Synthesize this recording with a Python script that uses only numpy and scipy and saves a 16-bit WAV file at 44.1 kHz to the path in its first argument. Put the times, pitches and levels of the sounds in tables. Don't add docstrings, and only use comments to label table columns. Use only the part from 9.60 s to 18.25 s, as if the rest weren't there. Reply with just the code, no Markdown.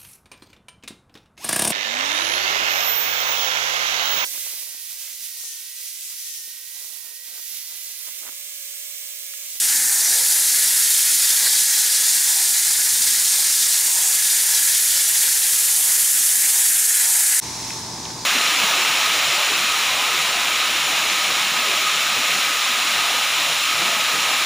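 import sys
import numpy as np
from scipy import signal
from scipy.fft import rfft, irfft, next_fast_len
from scipy.io import wavfile

SR = 44100
rng = np.random.default_rng(int(sys.argv[2]) if len(sys.argv) > 2 else 0)


def dump_mix(stems):
    frames = np.atleast_2d(stems).T
    limited = np.clip(frames, -1, 1)
    pcm = np.round(limited * 32767).astype(np.int16)
    wavfile.write(sys.argv[1], SR, pcm)


N = 381465
TIME = np.arange(N) / SR
CUT_S = 7.8

# (frequency [Hz], relative density [dB per Hz])
FAN_SPECTRUM = [(30, -22), (55, -12), (90, -6), (140, -8.5), (210, -4), (350, -5.5), (520, -16),
                (700, -10.5), (830, -8.5), (1100, -8.5), (1330, -18), (2100, -13.5), (2900, -19.5),
                (5000, -40)]
# (frequency [Hz], relative density [dB per Hz])
THIN_SPECTRUM = [(1200, -27), (2200, -11), (2950, -14), (3500, -8), (4000, -5), (4500, -6.5), (5400, -2.5),
                 (6400, -2.5), (7300, -9), (8500, -15), (11000, -35)]
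# (frequency [Hz], relative density [dB per Hz])
FINE_SPECTRUM = [(5000, -25), (7800, -1.5), (9000, -3), (10700, -4), (11400, -7.5), (13000, -15),
                 (15600, -16.5)]
FAN_DB, THIN_DB, FINE_DB = -37.2, -32, -40
# (multiple of the shaft rate [1], level [dB rms])
COMPRESSOR_ORDERS = [(1, -58), (6, -56), (8, -58.5), (10, -61), (13, -55), (15, -44), (16, -51.5),
                     (17, -50.5), (21, -60)]
SHAFT_HZ = 59.25
# (frequency [Hz], level [dB rms])
HUM_TONES = [(119.9, -46), (166.7, -51)]
# (time [s], length [s], centre [Hz], width [Hz], level [dB])
CABINET_DRIPS = [(8.106, .0035, 2100, 1000, -28), (8.454, .0025, 3300, 1300, -28),
                 (8.462, .0025, 2000, 900, -33), (8.504, .003, 1700, 900, -34)]
MOVE_S, MOVE_LENGTH_S = 8.1, 0.22
THIN_LOSS_DB, FINE_LOSS_DB, WHOOSH_LOSS_DB = 2.5, 5, 4
THIN_PEAK_HZ, THIN_SAG_HZ_PER_S, THIN_PEAK_DB = 5700, 1100, -7

# (time [s], level [dB])
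DRONE_LEVEL = [(0, -72), (.9, -65), (1.8, -66), (2.6, -74), (3.3, -58.5), (4.2, -70), (4.9, -61),
               (5.7, -60), (7.1, -73)]
DRONE_HZ = 95.5
# (time [s], length [s], centre [Hz], width [Hz], level [dB])
CABINET_BOOMS = [(.18, .086, 240, 35, -48.5), (.97, .11, 550, 54, -52), (2.83, .12, 339, 17, -56),
                 (2.91, .1, 168, 30, -56), (3.335, .027, 69.6, 41, -48), (3.41, .08, 240, 20, -53),
                 (3.52, 0.095, 269, 23, -52), (6.57, .08, 215, 35, -56), (6.8, .13, 245, 35, -58),
                 (7.62, .14, 127, 20, -58)]
# (time [s], length [s], centre [Hz], width [Hz], level [dB])
EDGE_SPITS = [(.125, .025, 1850, 400, -31.5), (.47, .07, 5900, 900, -24.5), (.55, .14, 480, 250, -46),
              (1.868, 0.017, 1820, 500, -27), (1.87, .05, 4230, 900, -24.5), (1.88, .06, 600, 400, -45),
              (2.36, .08, 4800, 700, -32), (2.49, .06, 6800, 250, -27), (2.96, .05, 4070, 400, -29),
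              (4.48, .066, 7600, 200.3, -28), (4.95, .044, 5640, 900, -24), (6.85, .03, 2200, 501, -30)]
# (time [s], length [s], centre [Hz], width [Hz], level [dB])
SIDEWAYS_SPRAY = [(6.25, .07, 8800, 900, -34), (6.25, 0.055, 13000, 700, -36), (6.25, .06, 4800, 500, -47)]

# (frequency [Hz], relative density [dB per Hz])
SPLASH_SPECTRUM = [(30, -29), (60, -21), (130, -20.5), (175, -18), (300, -18), (520, -14.5), (640, -15),
                   (820, -9.5), (1170, -12), (1450, -5), (1700, 0), (2050, -0.5), (2550, -5.5),
                   (4200, -21.5)]
SPLASH_DB = -33
# (time [s], length [s], rise of the splatter [dB], change of the ring [dB])
RIB_CROSSINGS = [(.54, .36, 4.5, 0), (1.867, 0.11, 5, 0), (2.8, .15, 4.5, 0.5), (3.78, 0.076, 5.5, -.5),
                 (4.404, .26, 6, -1.5), (4.92, 0.18, 2.5, 0.5), (6.218, 0.21, 5.2, -2.5),
                 (6.969, 0.11, 6.5, -1), (7.528, 0.14, 6.5, -.5)]
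RIB_THUD_SHARE = .25
SLAT_HZ, SLAT_DB = 818, -62
# (time [s], level [dB])
RING_LEVEL = [(0, -36), (.13, -33), (.65, -34), (.9, -35), (4.1, -35), (4.95, -34.4), (6.65, -36),
              (6.85, -34), (7.8, -33)]
# (time [s], length [s], pitch [Hz], rise [dB])
WHISTLE_SPELLS = [(.21, .1, 1748, 10), (.34, .13, 1816, 12.5), (.71, 0.094, 1725, 13),
                  (4.62, .15, 1700, 13), (4.96, .18, 1700, 10)]
WHISTLE_HZ, WHISTLE_DB = 1720, -15.5

# (frequency [Hz], relative density [dB per Hz])
HISS_SPECTRUM = [(1500, -38.5), (2600, -14), (3000, -11), (3400, -7.5), (4600, -4.5), (6200, -2),
                 (6750, 0.5), (8800, 0.5), (9900, 1.1), (11000, -2), (11650, -4.5), (12700, -3.5),
                 (14200, -7.5), (15700, -14)]
# (time [s], level relative to the hiss [dB])
RUSH_LEVEL = [(0, -6), (.3, -8), (.47, -4.8), (1.6, -4.5), (1.9, -4), (2.35, -4), (2.7, -6), (4.1, -3.8),
              (4.3, -8), (4.7, -5), (5.9, -6.5), (6.3, -8), (7.8, -8.5)]
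# (time [s], level relative to the hiss [dB])
MIST_LEVEL = [(0, -3.5), (.3, -4.8), (.85, -1.3), (1.65, -1.5), (2, -4), (4.15, -5), (6.3, -1), (7.8, -2.4)]
# (time [s], level [dB])
GARGLE_LEVEL = [(.08, -15), (.24, -20.5), (.6, -17), (1.45, -14), (2.9, -16.5), (5.9, -13.5), (6.2, -14.5),
                (7.8, -15.3)]
TOP_PER_MIST = .25
SIZZLE_PER_MIST, SIZZLE_PER_RUSH = -0.11, 0.11
HISS_DB, LOWERING_S, LOWERED_CORE_DB, LOWERED_TOP_LOSS_DB = -17, 6.2, 2.5, 1.5

# (frequency [Hz], side minus mid [dB])
NEAR_SCATTER = [(60, -20), (200, -32), (700, -21), (1250, -13.5), (2000, -17.5), (2700, -27.5),
                (4000, -34.5), (5400, -41), (6800, -17.5), (9000, -17), (10800, -28), (12200, -21),
                (13500, -26), (15000, -20)]
# (frequency [Hz], side minus mid [dB])
FAR_SCATTER = [(120, -27), (300, -20), (520, -9), (900, -18), (1300, -7), (2100, -12), (3800, -6),
               (9000, -7.5), (14000, -20)]
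# (frequency [Hz], left minus right [dB], left's phase lead [rad])
PORT_DIFFERENCES = [(300, -.3, -0.0011), (1200, 0.9, -0.096), (2500, 0.2, 0), (5800, -0.14, 0),
                    (6900, -1.6, 0.19), (7600, -1, 0.2), (8600, 2, 0.27), (9100, -0.3, .16),
                    (10500, 0.5, 0.054), (15000, -0.3, 0.12)]
CUTOFF_HZ = 15750


def from_db(db):
    return 10 ** (np.asarray(db) / 20)


def rms_one(x):
    return x / np.sqrt(np.mean(x ** 2) + 1e-20)


def in_time(rows):
    s, *columns = np.transpose(rows)
    return [np.interp(TIME, s, c) for c in columns]


def bump(s, length):
    return np.exp(-2 * ((TIME - s) / length) ** 2)


def filtered(x, gain_at):
    size = next_fast_len(N + 4096)
    hz = np.maximum(np.fft.rfftfreq(size, 1 / SR), 1)
    return irfft(rfft(x, size) * gain_at(hz), size)[..., :N]


def coloured(x, points):
    at, db = np.transpose(points)
    return filtered(x, lambda hz: from_db(np.interp(np.log(hz), np.log(at), db)))


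def swell(x, db, centre_hz, octaves):
    region = filtered(x, lambda hz: np.exp(-(np.log2(hz / centre_hz) / octaves) ** 4))
    return x + region * (from_db(db - db.mean()) - 1)


def drift(rate_hz):
    step, settling = 40, 2000
    r = np.exp(-2 * np.pi * rate_hz * step / SR)
    white = rng.standard_normal(N // step + 2 + settling)
    slow = signal.lfilter([1], [1, -2 * r, r * r], white)[settling:]
    return np.interp(np.arange(N) / step, np.arange(len(slow)), rms_one(slow))


def resonance(x, hz, width_hz):
    r = np.exp(-np.pi * width_hz / SR)
    zeros = np.array([1, 0, -1]) * (1 - r * r) / 2
    poles = [1, -2 * r * np.cos(2 * np.pi * hz / SR), r * r]
    return signal.lfilter(zeros, poles, x)


def tone(hz, waver_hz):
    cycles = np.cumsum(hz + waver_hz * drift(3)) / SR
    return np.sqrt(2) * np.sin(2 * np.pi * (cycles + rng.random()))


def narrow_band(hz, width_hz):
    phase = 2 * np.pi * np.cumsum(hz) / SR
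    return drift(width_hz) * np.cos(phase) + drift(width_hz) * np.sin(phase)


def bursts(rows):
    out = np.zeros(N)
    for s, length, hz, width_hz, db in rows:
        near = np.abs(TIME - s) < .5
        white = rng.standard_normal(N)[near]
        stage_hz = width_hz * 1.6
        ringing = resonance(resonance(white, hz, stage_hz), hz, stage_hz)
        out[near] += from_db(db) * rms_one(ringing) * bump(s, length)[near]
    return out


def drops(per_s, spread_db, mist_db):
    sizes = from_db(spread_db * np.minimum(rng.exponential(1, N), 4)) * rng.choice([-1, 1], N)
    impacts = sizes * (rng.random(N) < per_s / SR)
    return rms_one(rms_one(impacts) + from_db(mist_db) * rng.standard_normal(N))


def widen(mid, width):
    length = SR // 3
    scatter = rng.standard_normal(length) * np.exp(-np.linspace(0, 3, length))
    tail = signal.fftconvolve(mid, scatter / np.linalg.norm(scatter))[:N]
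    side = coloured(tail, width)
    return np.array([mid + side, mid - side])


def fan_air():
    return from_db(FAN_DB) * rms_one(coloured(rng.standard_normal(N), FAN_SPECTRUM))


def thin_hiss(moved):
    peak_hz = THIN_PEAK_HZ - THIN_SAG_HZ_PER_S * np.maximum(TIME - CUT_S, 0)
    thin = rms_one(coloured(drops(per_s=9000, spread_db=3.5, mist_db=1.0), THIN_SPECTRUM))
    thin = thin + from_db(THIN_PEAK_DB) * narrow_band(peak_hz, width_hz=300)
    thin_db = THIN_DB - THIN_LOSS_DB * moved + .5 * drift(20)
    fine = rms_one(coloured(drops(per_s=4800, spread_db=3.0, mist_db=1.5), FINE_SPECTRUM))
    return from_db(thin_db) * thin + from_db(FINE_DB - FINE_LOSS_DB * moved) * fine


def compressor():
    orders = sum(from_db(db) * tone(k * SHAFT_HZ, waver_hz=0.039 * k) for k, db in COMPRESSOR_ORDERS)
    return orders * from_db(0.82 * drift(4.4))


def running_unit():
    moved = np.clip((TIME - MOVE_S) / MOVE_LENGTH_S, 0, 1)
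    hum = sum(from_db(db) * tone(hz, waver_hz=0.34) for hz, db in HUM_TONES)
    noise = swell(fan_air() + thin_hiss(moved), -WHOOSH_LOSS_DB * moved, centre_hz=2420, octaves=0.5)
    return widen(compressor() + hum + noise + bursts(CABINET_DRIPS), FAR_SCATTER)


def drone():
    level_db, = in_time(DRONE_LEVEL)
    return from_db(level_db) * tone(DRONE_HZ, waver_hz=0.83)


def hollow_whistle():
    hz = WHISTLE_HZ + sum((pitch - WHISTLE_HZ) * bump(s, length) for s, length, pitch, _ in WHISTLE_SPELLS)
    rise_db = sum(db * bump(s, length) for s, length, _, db in WHISTLE_SPELLS)
    return from_db(WHISTLE_DB + rise_db) * narrow_band(hz, width_hz=15)


def slat_echoes(x, strength, sway, count):
    hand, out = drift(0.68), x
    for k, delay_s in enumerate(np.geomspace(.0009, .007, count)):
        path_s = delay_s * rng.uniform(.85, 1.15) + sway * (hand + .5 * drift(1.05))
        out = out + (-1) ** k * strength * np.interp(TIME - path_s, TIME, x)
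    return rms_one(out)


def louvre_splash(sputter):
    (ring_db,), (gargle_db,) = in_time(RING_LEVEL), in_time(GARGLE_LEVEL)
    slat_db = sum(db * bump(s, length) for s, length, db, _ in RIB_CROSSINGS)
    ring_db = ring_db + sum(db * bump(s, length) for s, length, _, db in RIB_CROSSINGS)
    x = coloured(drops(per_s=6000, spread_db=3.5, mist_db=-2.5), SPLASH_SPECTRUM)
    x = slat_echoes(x, strength=.07, sway=0.00028, count=7)
    x = swell(x, ring_db + 1.06 * drift(20), centre_hz=1850, octaves=0.6)
    x = swell(x, slat_db + 0.96 * drift(25), centre_hz=830, octaves=0.46)
    x = swell(x, RIB_THUD_SHARE * slat_db, centre_hz=330, octaves=0.74)
    x = swell(x, 0.74 * gargle_db + 0.67 * drift(25), centre_hz=2750, octaves=0.39)
    slat_note = from_db(SLAT_DB + slat_db) * narrow_band(np.full(N, SLAT_HZ), width_hz=13)
    whistle = from_db(ring_db) * hollow_whistle()
    return (from_db(SPLASH_DB) * x + slat_note + whistle) * from_db(0.67 * sputter)


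def fin_hiss(sputter):
    (rush_db,), (mist_db,), (gargle_db,) = in_time(RUSH_LEVEL), in_time(MIST_LEVEL), in_time(GARGLE_LEVEL)
    lowered = np.clip((TIME - LOWERING_S) / (CUT_S - LOWERING_S), 0, 1)
    top_db = TOP_PER_MIST * mist_db - LOWERED_TOP_LOSS_DB * lowered
    sizzle_db = SIZZLE_PER_MIST * mist_db + SIZZLE_PER_RUSH * rush_db
    x = coloured(drops(per_s=20000, spread_db=2.5, mist_db=2.0), HISS_SPECTRUM)
    x = slat_echoes(x, strength=0.088, sway=.0002, count=7)
    x = swell(x, LOWERED_CORE_DB * lowered, centre_hz=8200, octaves=0.21)
    x = swell(x, top_db + .5 * drift(3), centre_hz=14500, octaves=.2)
    x = swell(x, mist_db + 0.56 * drift(15), centre_hz=11300, octaves=0.19)
    x = swell(x, sizzle_db + 0.55 * drift(16), centre_hz=6370, octaves=0.2)
    x = swell(x, rush_db + 0.75 * drift(24) + 0.3 * sputter, centre_hz=4330, octaves=0.45)
    x = swell(x, 0.85 * gargle_db + 1.24 * drift(28), centre_hz=2820, octaves=0.37)
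    return x * from_db(HISS_DB + 0.22 * sputter + 0.58 * drift(60))


def spraying():
    sputter = drift(26)
    water = fin_hiss(sputter) + louvre_splash(sputter) + bursts(EDGE_SPITS)
    ahead = water + bursts(CABINET_BOOMS) + drone()
    return widen(ahead, NEAR_SCATTER) + bursts(SIDEWAYS_SPRAY) * [[1], [-1]]


def scene():
    before = np.exp(-np.maximum(TIME - CUT_S + 0.00068, 0) / .0011)
    after = np.clip((TIME - CUT_S) / 0.03, 0, 1) ** 1.4
    return spraying() * before + running_unit() * after


def record(dry):
    at, lean_db, lead = np.transpose(PORT_DIFFERENCES)
    halves = np.array([[.5], [-.5]])

    def port_gain(hz):
        level = from_db(halves * np.interp(hz, at, lean_db))
        return level * np.exp(1j * halves * np.interp(hz, at, lead))

    heard = filtered(dry, port_gain)
    return filtered(heard, lambda hz: np.clip((CUTOFF_HZ - hz) / 100 + .5, 0, 1))


dry = scene()
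out = record(dry)
dump_mix(out)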